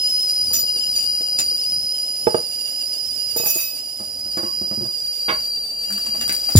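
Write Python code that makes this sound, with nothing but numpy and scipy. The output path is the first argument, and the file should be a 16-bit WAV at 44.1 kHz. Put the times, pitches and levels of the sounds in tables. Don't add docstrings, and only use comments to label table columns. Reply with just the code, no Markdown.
import sys
import numpy as np
from scipy import signal
from scipy.fft import rfft, irfft, next_fast_len
from scipy.io import wavfile
from scipy.ndimage import uniform_filter1d

SR = 44100
rng = np.random.default_rng(int(sys.argv[2]) if len(sys.argv) > 2 else 0)


def unload_wav(signal):
    wavfile.write(
        sys.argv[1],
        SR,
        np.round(np.clip(np.atleast_2d(signal).T, -1, 1) * 32767).astype(np.int16),
    )


N = 290619
T = np.arange(N) / SR
FFT_SIZE = next_fast_len(N, True)
STOVE_LAG_S = 0.00028
SPOUT_LAG_S = 0.0002343


def whistle():
    # time_s, pitch_hz, level_db
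    jet = [(0, 4960, -21), (.1, 5029, -19.5), (.55, 4856, -21), (.93, 4942, -21.5), (.98, 4809, -18),
           (1.2, 4914, -22), (1.45, 4871, -19.5), (1.8, 4957, -22.5), (2.25, 4954, -26.5),
           (2.45, 4870, -26), (3.0, 4933, -25.5), (3.4, 4874, -25.5), (3.9, 4892, -30.5), (4.15, 4910, -30),
           (4.4, 4873, -24), (4.75, 4900, -25), (5.35, 4746, -24), (5.72, 4705, -27.5), (6.1, 4768, -23.5),
           (6.59, 4815, -20.5)]
    # time_s, pan_db, octave_db, lower_tone_db, hiss_db
    jet_colour = [(0, -1, -11.5, -24, -27), (.8, 1.5, -14, -19.5, -24), (1.5, 1.5, -16, -24, -28.5),
                  (2.2, -4.5, -9.5, -19, -21.5), (3.0, -7, -13, -20, -23), (3.6, -7, -12, -22.5, -19.5),
                  (4.0, -6, -10, -22, -20.5), (4.5, -4.5, -20, -27.5, -26), (5.5, -3.5, -20, -25.5, -22.5),
                  (6.1, -0.5, -18.5, -17.5, -22.5), (6.59, 4, -22, -27, -22)]
    # pitch_multiple, lower_tone_multiple, level_db
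    mixed_tones = [(3, 0, -23.5), (1, 0.93, -24), (2, -0.92, -5.5), (1, -1.1, -23)]
    # frequency_hz, density_db
    hiss_spectrum = [(700, -36), (1000, -14), (2600, -4), (4300, -4.5), (5500, 8.5), (6190, -1.5),
                     (7970, 3.5), (8940, -10.5), (9800, 8), (10700, -7), (11600, 0), (15500, 1.5)]
    gust_hz, jitter_hz, upward_skew = 45, 55, .2
    lower_ratio, flutter_hz = .595, 250
    hz, db = curves(jet)
    pan_db, octave_db, lower_db, hiss_db = curves(jet_colour)
    unrest = np.where(T < 4.4, 1, .72)
    gust = wander(50)
    gust = unit_rms(gust - .8 * uniform_filter1d(gust, SR // 7))
    gust += .6 * wander(130)
    hz = hz + unrest * gust_hz * (gust + upward_skew * (gust ** 2 - 1))
    jitter = wander(550)
    shaken_hz = hz + unrest * jitter_hz * (jitter + upward_skew * (jitter ** 2 - 1))
    phase = 2 * np.pi * np.cumsum(shaken_hz) / SR
    flutter = (wander(flutter_hz) + 1j * wander(flutter_hz)) / np.sqrt(2)
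    lower_gain = flutter * undb(lower_db + 3.5 * wander(30))
    lower_phase = 2 * np.pi * np.cumsum(lower_ratio * hz) / SR
    tone = np.sin(phase) + undb(octave_db) * np.sin(2 * phase)
    tone += (lower_gain * np.exp(1j * lower_phase)).imag
    for m, n, mix_db in mixed_tones:
        mixed = (lower_gain if n else 1) * np.exp(1j * (m * phase + n * lower_phase))
        tone += undb(mix_db) * mixed.imag
    tone *= np.sqrt(2) * undb(db + unrest * 1.5 * wander(450))
    tone *= undb(-0.5 * unrest * gust)
    steam = np.array([lumpy_noise(hiss_spectrum, swing_db=2.2, rate_hz=32) for _ in range(3)])
    steam *= undb(db + hiss_db)
    direct = ports(undb(-0.5) * tone + steam[0], pan_db, SPOUT_LAG_S)
    diffuse_steam = undb(8.5) * steam[1:]
    return direct + kitchen(tone, t60_s=.14, wet_db=-6.5) + diffuse_steam


def boil():
    # time_s, water_db, rumble_db
    boil_levels = [(0.0, -49.5, -60.5), (0.79, -50, -52.5), (2.11, -51, -62.5), (4.77, -52.5, -54),
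                   (5.05, -54, -64), (6.59, -48, -52.5)]
    # frequency_hz, density_db
    water_spectrum = [(71, -33), (120, -6.5), (166, -2), (201, -13.5), (274, 3), (375, -12.5), (420, 1),
                      (652, 1), (986, -11.5), (2400, -27), (3120, -73), (5280, -120)]
    # frequency_hz, density_db
    rumble_spectrum = [(15, -39), (25, -29), (45, 2), (81, 4), (189, -4), (225, 1.5), (250, 3), (320, -33),
                       (550, -120)]
    water_db, rumble_db = curves(boil_levels)
    water = np.array([lumpy_noise(water_spectrum, swing_db=1.3, rate_hz=38) for _ in range(3)])
    water *= undb(water_db)
    rumble = coloured(rng.standard_normal(N), rumble_spectrum) * undb(rumble_db + 3 + 3.5 * wander(9))
    diffuse_water = undb(-1.5) * water[1:]
    return ports(water[0], pan_db=-7) + diffuse_water + rumble


def spoon():
    # pitch_hz, level_db, t60_s
    modes = [(2562, 2, .7), (3828, -18, .5), (5868, -9, .3), (6650, -16, .5), (6960, -1, .5),
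             (8613, -18, .35), (9561, -11, .4), (10271, -12, .3), (10625, -12, .4), (11617, -17, .4),
             (12218, -11, .4), (12540, -9, .3), (13115, -10, .3), (13563, -9, .3), (14267, 0, .5),
             (15030, -19, .3)]
    # start_s, level_db, favoured_hz, damped_after_s
    clinks = [(.53, -8.5, 11600, 0.013), (.535, -9.5, 6940, 0.038), (.56, -18, 12500, 0.026),
              (.59, -12, 12800, 0.017), (.957, -20, 6500, 0.029), (3.364, -9.5, 15000, 0.014),
              (3.38, -18.5, 5850, 0.029), (3.398, -18.5, 14100, 0.034), (3.434, -16, 13000, 0.034),
              (3.458, -9.5, 12400, 0.024), (3.455, -26, 2830, 0.25), (3.468, -15, 7000, 0.055),
              (3.501, -5.5, 14600, 0.01), (3.54, -12.5, 9000, 0.022), (3.558, -14.5, 11800, 0.095),
              (3.585, -23.5, 3070, 0.13), (3.6, -16.5, 10300, 0.15)]
    return strike(clinks, modes, crack_db=-15, rattle_s=.02, rattle_db=4, focus_db=11)


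def small_ticks():
    # pitch_hz, level_db, t60_s
    modes = [(2700, 0, .02), (4300, -14, .012), (5600, -8, .015), (7060, 3, .016), (9000, -6, .008),
             (10700, -5, .015), (12400, -9, .015)]
    # start_s, level_db, favoured_hz
    ticks = [(1.218, -23, 13000), (1.3885, -4, 6500), (1.3962, -8, 7500), (1.4025, -11, 7000),
             (1.4174, -19, 7000), (4.372, -20.5, 13000), (6.5615, 0, 11000), (6.57, 0, 11000),
             (6.574, 1, 10500), (6.58, -2, 11000), (6.586, -3, 11500)]
    return strike(ticks, modes, crack_db=-8, rattle_s=.002, rattle_db=-3, focus_db=7)


def counter_knocks():
    # pitch_hz, level_db, t60_s
    modes = [(165, -16, .08), (260, -13, .05), (370, -7, .05), (470, 0, .06), (635, -4, .05),
             (840, -5, .05), (1150, -9, .025), (1550, -10, .025), (2900, -22, .02)]
    # start_s, level_db, favoured_hz
    knocks = [(.509, -32, 470), (.63, -32, 302), (.76, -31, 605), (1.206, -32, 470), (1.387, -40, 298),
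              (1.516, -36, 400), (2.2695, -5.5, 577), (2.2775, -19, 800), (2.345, -5.5, 640),
              (2.385, -29.5, 470), (3.362, -20, 700), (3.398, -22, 706), (3.434, -25.5, 800),
              (3.46, -22.5, 800), (3.558, -24, 500)]
    return strike(knocks, modes, crack_db=-12, rattle_s=.0074, rattle_db=5.5, focus_db=4)


def jar():
    # pitch_hz, level_db, t60_s
    modes = [(130, -2, .08), (225, 0, .06), (350, -2, .07), (533, -9, .06), (640, -7, .06), (832, -11, .06),
             (1090, -12, .35), (1453, -14, .25), (1696, -15, .3), (2190, -15, .15), (2885, -18, .15),
             (3709, -20, .15)]
    # start_s, level_db, favoured_hz, damped_after_s
    taps = [(4., -30.5, 486, 0.074), (4.254, -36.5, 503, 0.15), (4.371, -20.5, 666, 0.18),
            (4.432, -21.5, 460, .13), (4.614, -24, 286, 0.16), (4.712, -22.5, 393, 0.036),
            (4.776, -23, 186, 0.085), (4.809, -24.5, 247, .1), (4.849, -29, 423, 0.081),
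            (5.283, -16, 1480, 0.054), (5.292, -11.5, 1290, 0.042), (5.324, -19.5, 990, 0.042),
            (6.146, -28, 880, 0.028), (6.51, -34, 850, 0.07)]
    return strike(taps, modes, crack_db=-1.5, rattle_s=.024, rattle_db=3, focus_db=5, crack_tilt_db=7)


def bump():
    # (pitch_hz, level_db, t60_s)
    slab_blow = (6.5538, -1.5, [(92, 0, 1.5), (250, -16, .2)])
    start_s, db, modes = slab_blow
    t = np.maximum(T - start_s, 0)
    rush_rad = 5.2 * (1 - np.exp(-t / .004))
    swings = (undb(mode_db) * np.sin(2 * np.pi * hz * t + rush_rad) * decay(t, t60_s)
              for hz, mode_db, t60_s in modes)
    return -undb(db) * sum(swings)


def wrapper():
    # start_s, level_db, mid_against_treble_db
    cracks = [(5.905, -21.5, -1.5), (5.925, -18.5, -24), (5.9786, -23.5, 0), (6.064, -23.5, 3),
              (6.2122, -17.5, -1), (6.2209, -20, -3), (6.279, -15, -9), (6.2946, -23.5, 14),
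              (6.3241, -10.5, -10), (6.349, -13, -31), (6.366, -17, -32), (6.4908, -29, 14.5),
              (6.504, -20, -4)]
    snaps, t = np.zeros(N), np.arange(SR // 20) / SR
    for start_s, db, mid_db in cracks:
        snap = rng.standard_normal(len(t)) * np.exp(-t / .0016)
        treble = unit_peak(band(snap, 5000, 12300, order=1))
        mid = unit_peak(band(snap, 220, 2500, order=1))
        i = int(start_s * SR)
        snaps[i:i + len(t)] += undb(db) * (treble + undb(mid_db) * mid)
    grains = rng.standard_normal(N) * undb(4 * rng.exponential(size=N)) * (rng.random(N) < .02)
    creases = unit_rms(band(grains, 1100, 9100, order=1))
    grip_s, let_go_s, swell_db_per_s, fade_db_per_s = 5.88, 6.32, 30, 100
    crease_db = -56 + swell_db_per_s * (np.minimum(T, let_go_s) - grip_s)
    crease_db -= fade_db_per_s * np.maximum(T - let_go_s, 0)
    return snaps + creases * undb(crease_db) * (T > grip_s)


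def low_hums():
    # middle_s, half_length_s, pitch_hz, level_db
    hums = [(5.94, 0.038, 200, -36.5), (6.09, 0.022, 215, -40.5), (6.21, 0.023, 234.3, -38.5)]
    return sum(np.sqrt(2) * undb(db) * np.exp(-((T - s) / half_s) ** 2) * np.sin(2 * np.pi * hz * T)
               for s, half_s, hz, db in hums)


def kitchen(x, t60_s, wet_db):
    t = np.arange(int(t60_s * SR)) / SR
    tail = rng.standard_normal((2, len(t))) * decay(t, t60_s) * (t > .003)
    tail /= np.sqrt(np.sum(tail ** 2, axis=1, keepdims=True))
    return undb(wet_db) * signal.fftconvolve(x[None], tail, axes=1)[:, :N]


def strike(blows, modes, crack_db, rattle_s, rattle_db, focus_db, crack_tilt_db=0):
    track, t = np.zeros(N), np.arange(SR // 2) / SR
    hz, mode_db, t60_s = np.transpose(modes)
    rings = np.sin(2 * np.pi * hz[:, None] * t) * decay(t, t60_s[:, None])
    for start_s, db, favoured_hz, *damped_after in blows:
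        damp_s = damped_after[0] if damped_after else .1
        ring = undb(mode_db - focus_db * np.log2(hz / favoured_hz) ** 2) @ rings
        rattle = rng.standard_normal(SR // 8) * np.exp(-t[:SR // 8] / rattle_s)
        push = undb(rattle_db) * rattle / np.sqrt(np.sum(rattle ** 2))
        sound = unit_peak(ring + signal.fftconvolve(ring, push)[:len(t)])
        crack = unit_peak(band(rattle, favoured_hz / 3, min(3 * favoured_hz, .4 * SR)))
        octaves = np.log2(favoured_hz / np.median(hz))
        sound[:len(crack)] += undb(crack_db + crack_tilt_db * octaves) * crack
        sound /= 1 + (t / damp_s) ** 4
        i = int(start_s * SR)
        track[i:i + len(t)] += undb(db) * sound[:N - i]
    return track


def ports(x, pan_db, lag_s=STOVE_LAG_S):
    hz = np.arange(FFT_SIZE // 2 + 1) * SR / FFT_SIZE
    late = irfft(rfft(x, FFT_SIZE) * np.exp(-2j * np.pi * lag_s * hz), FFT_SIZE)[:N]
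    return np.array([late * undb(pan_db / 2), x * undb(-pan_db / 2)])


def lumpy_noise(spectrum, swing_db, rate_hz):
    return coloured(rng.standard_normal(N) * undb(swing_db * wander(rate_hz)), spectrum)


def coloured(x, spectrum):
    hz, db = np.transpose(spectrum)
    bin_hz = np.maximum(np.arange(FFT_SIZE // 2 + 1) * SR / FFT_SIZE, 1)
    gain = undb(np.interp(np.log(bin_hz), np.log(hz), db, left=-90, right=-90))
    return unit_rms(irfft(rfft(x, FFT_SIZE) * gain, FFT_SIZE)[:N])


def wander(rate_hz):
    width = int(SR / rate_hz)
    return unit_rms(uniform_filter1d(uniform_filter1d(rng.standard_normal(N), width), width))


def curves(table):
    time_s, *columns = np.transpose(table)
    return [np.interp(T, time_s, column) for column in columns]


def band(x, lo_hz, hi_hz, order=2):
    return signal.sosfilt(signal.butter(order, [lo_hz, hi_hz], "band", fs=SR, output="sos"), x)


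def decay(t, t60_s):
    return np.exp(-np.log(1000) * t / t60_s)


def undb(db):
    return 10 ** (np.asarray(db) / 20)


def unit_rms(x):
    return x / np.sqrt(np.mean(x ** 2))


def unit_peak(x):
    return x / np.abs(x).max()


def scene():
    bright = spoon() + small_ticks()
    dull = band(counter_knocks() + jar(), 88, 2530)
    bright += wrapper()
    kettle = whistle() + boil()
    near = ports(bright, pan_db=-6.5, lag_s=SPOUT_LAG_S) + ports(dull, pan_db=-8)
    echoes = kitchen(bright, t60_s=.15, wet_db=1) + kitchen(dull, t60_s=.23, wet_db=-7)
    return kettle + near + echoes + low_hums() + bump()


def record(dry):
    treble_cut = signal.cheby2(18, 70, 16500, fs=SR, output="sos")
    return signal.sosfilt(treble_cut, np.clip(dry, -1, 1))


dry = scene()
out = record(dry)
unload_wav(out)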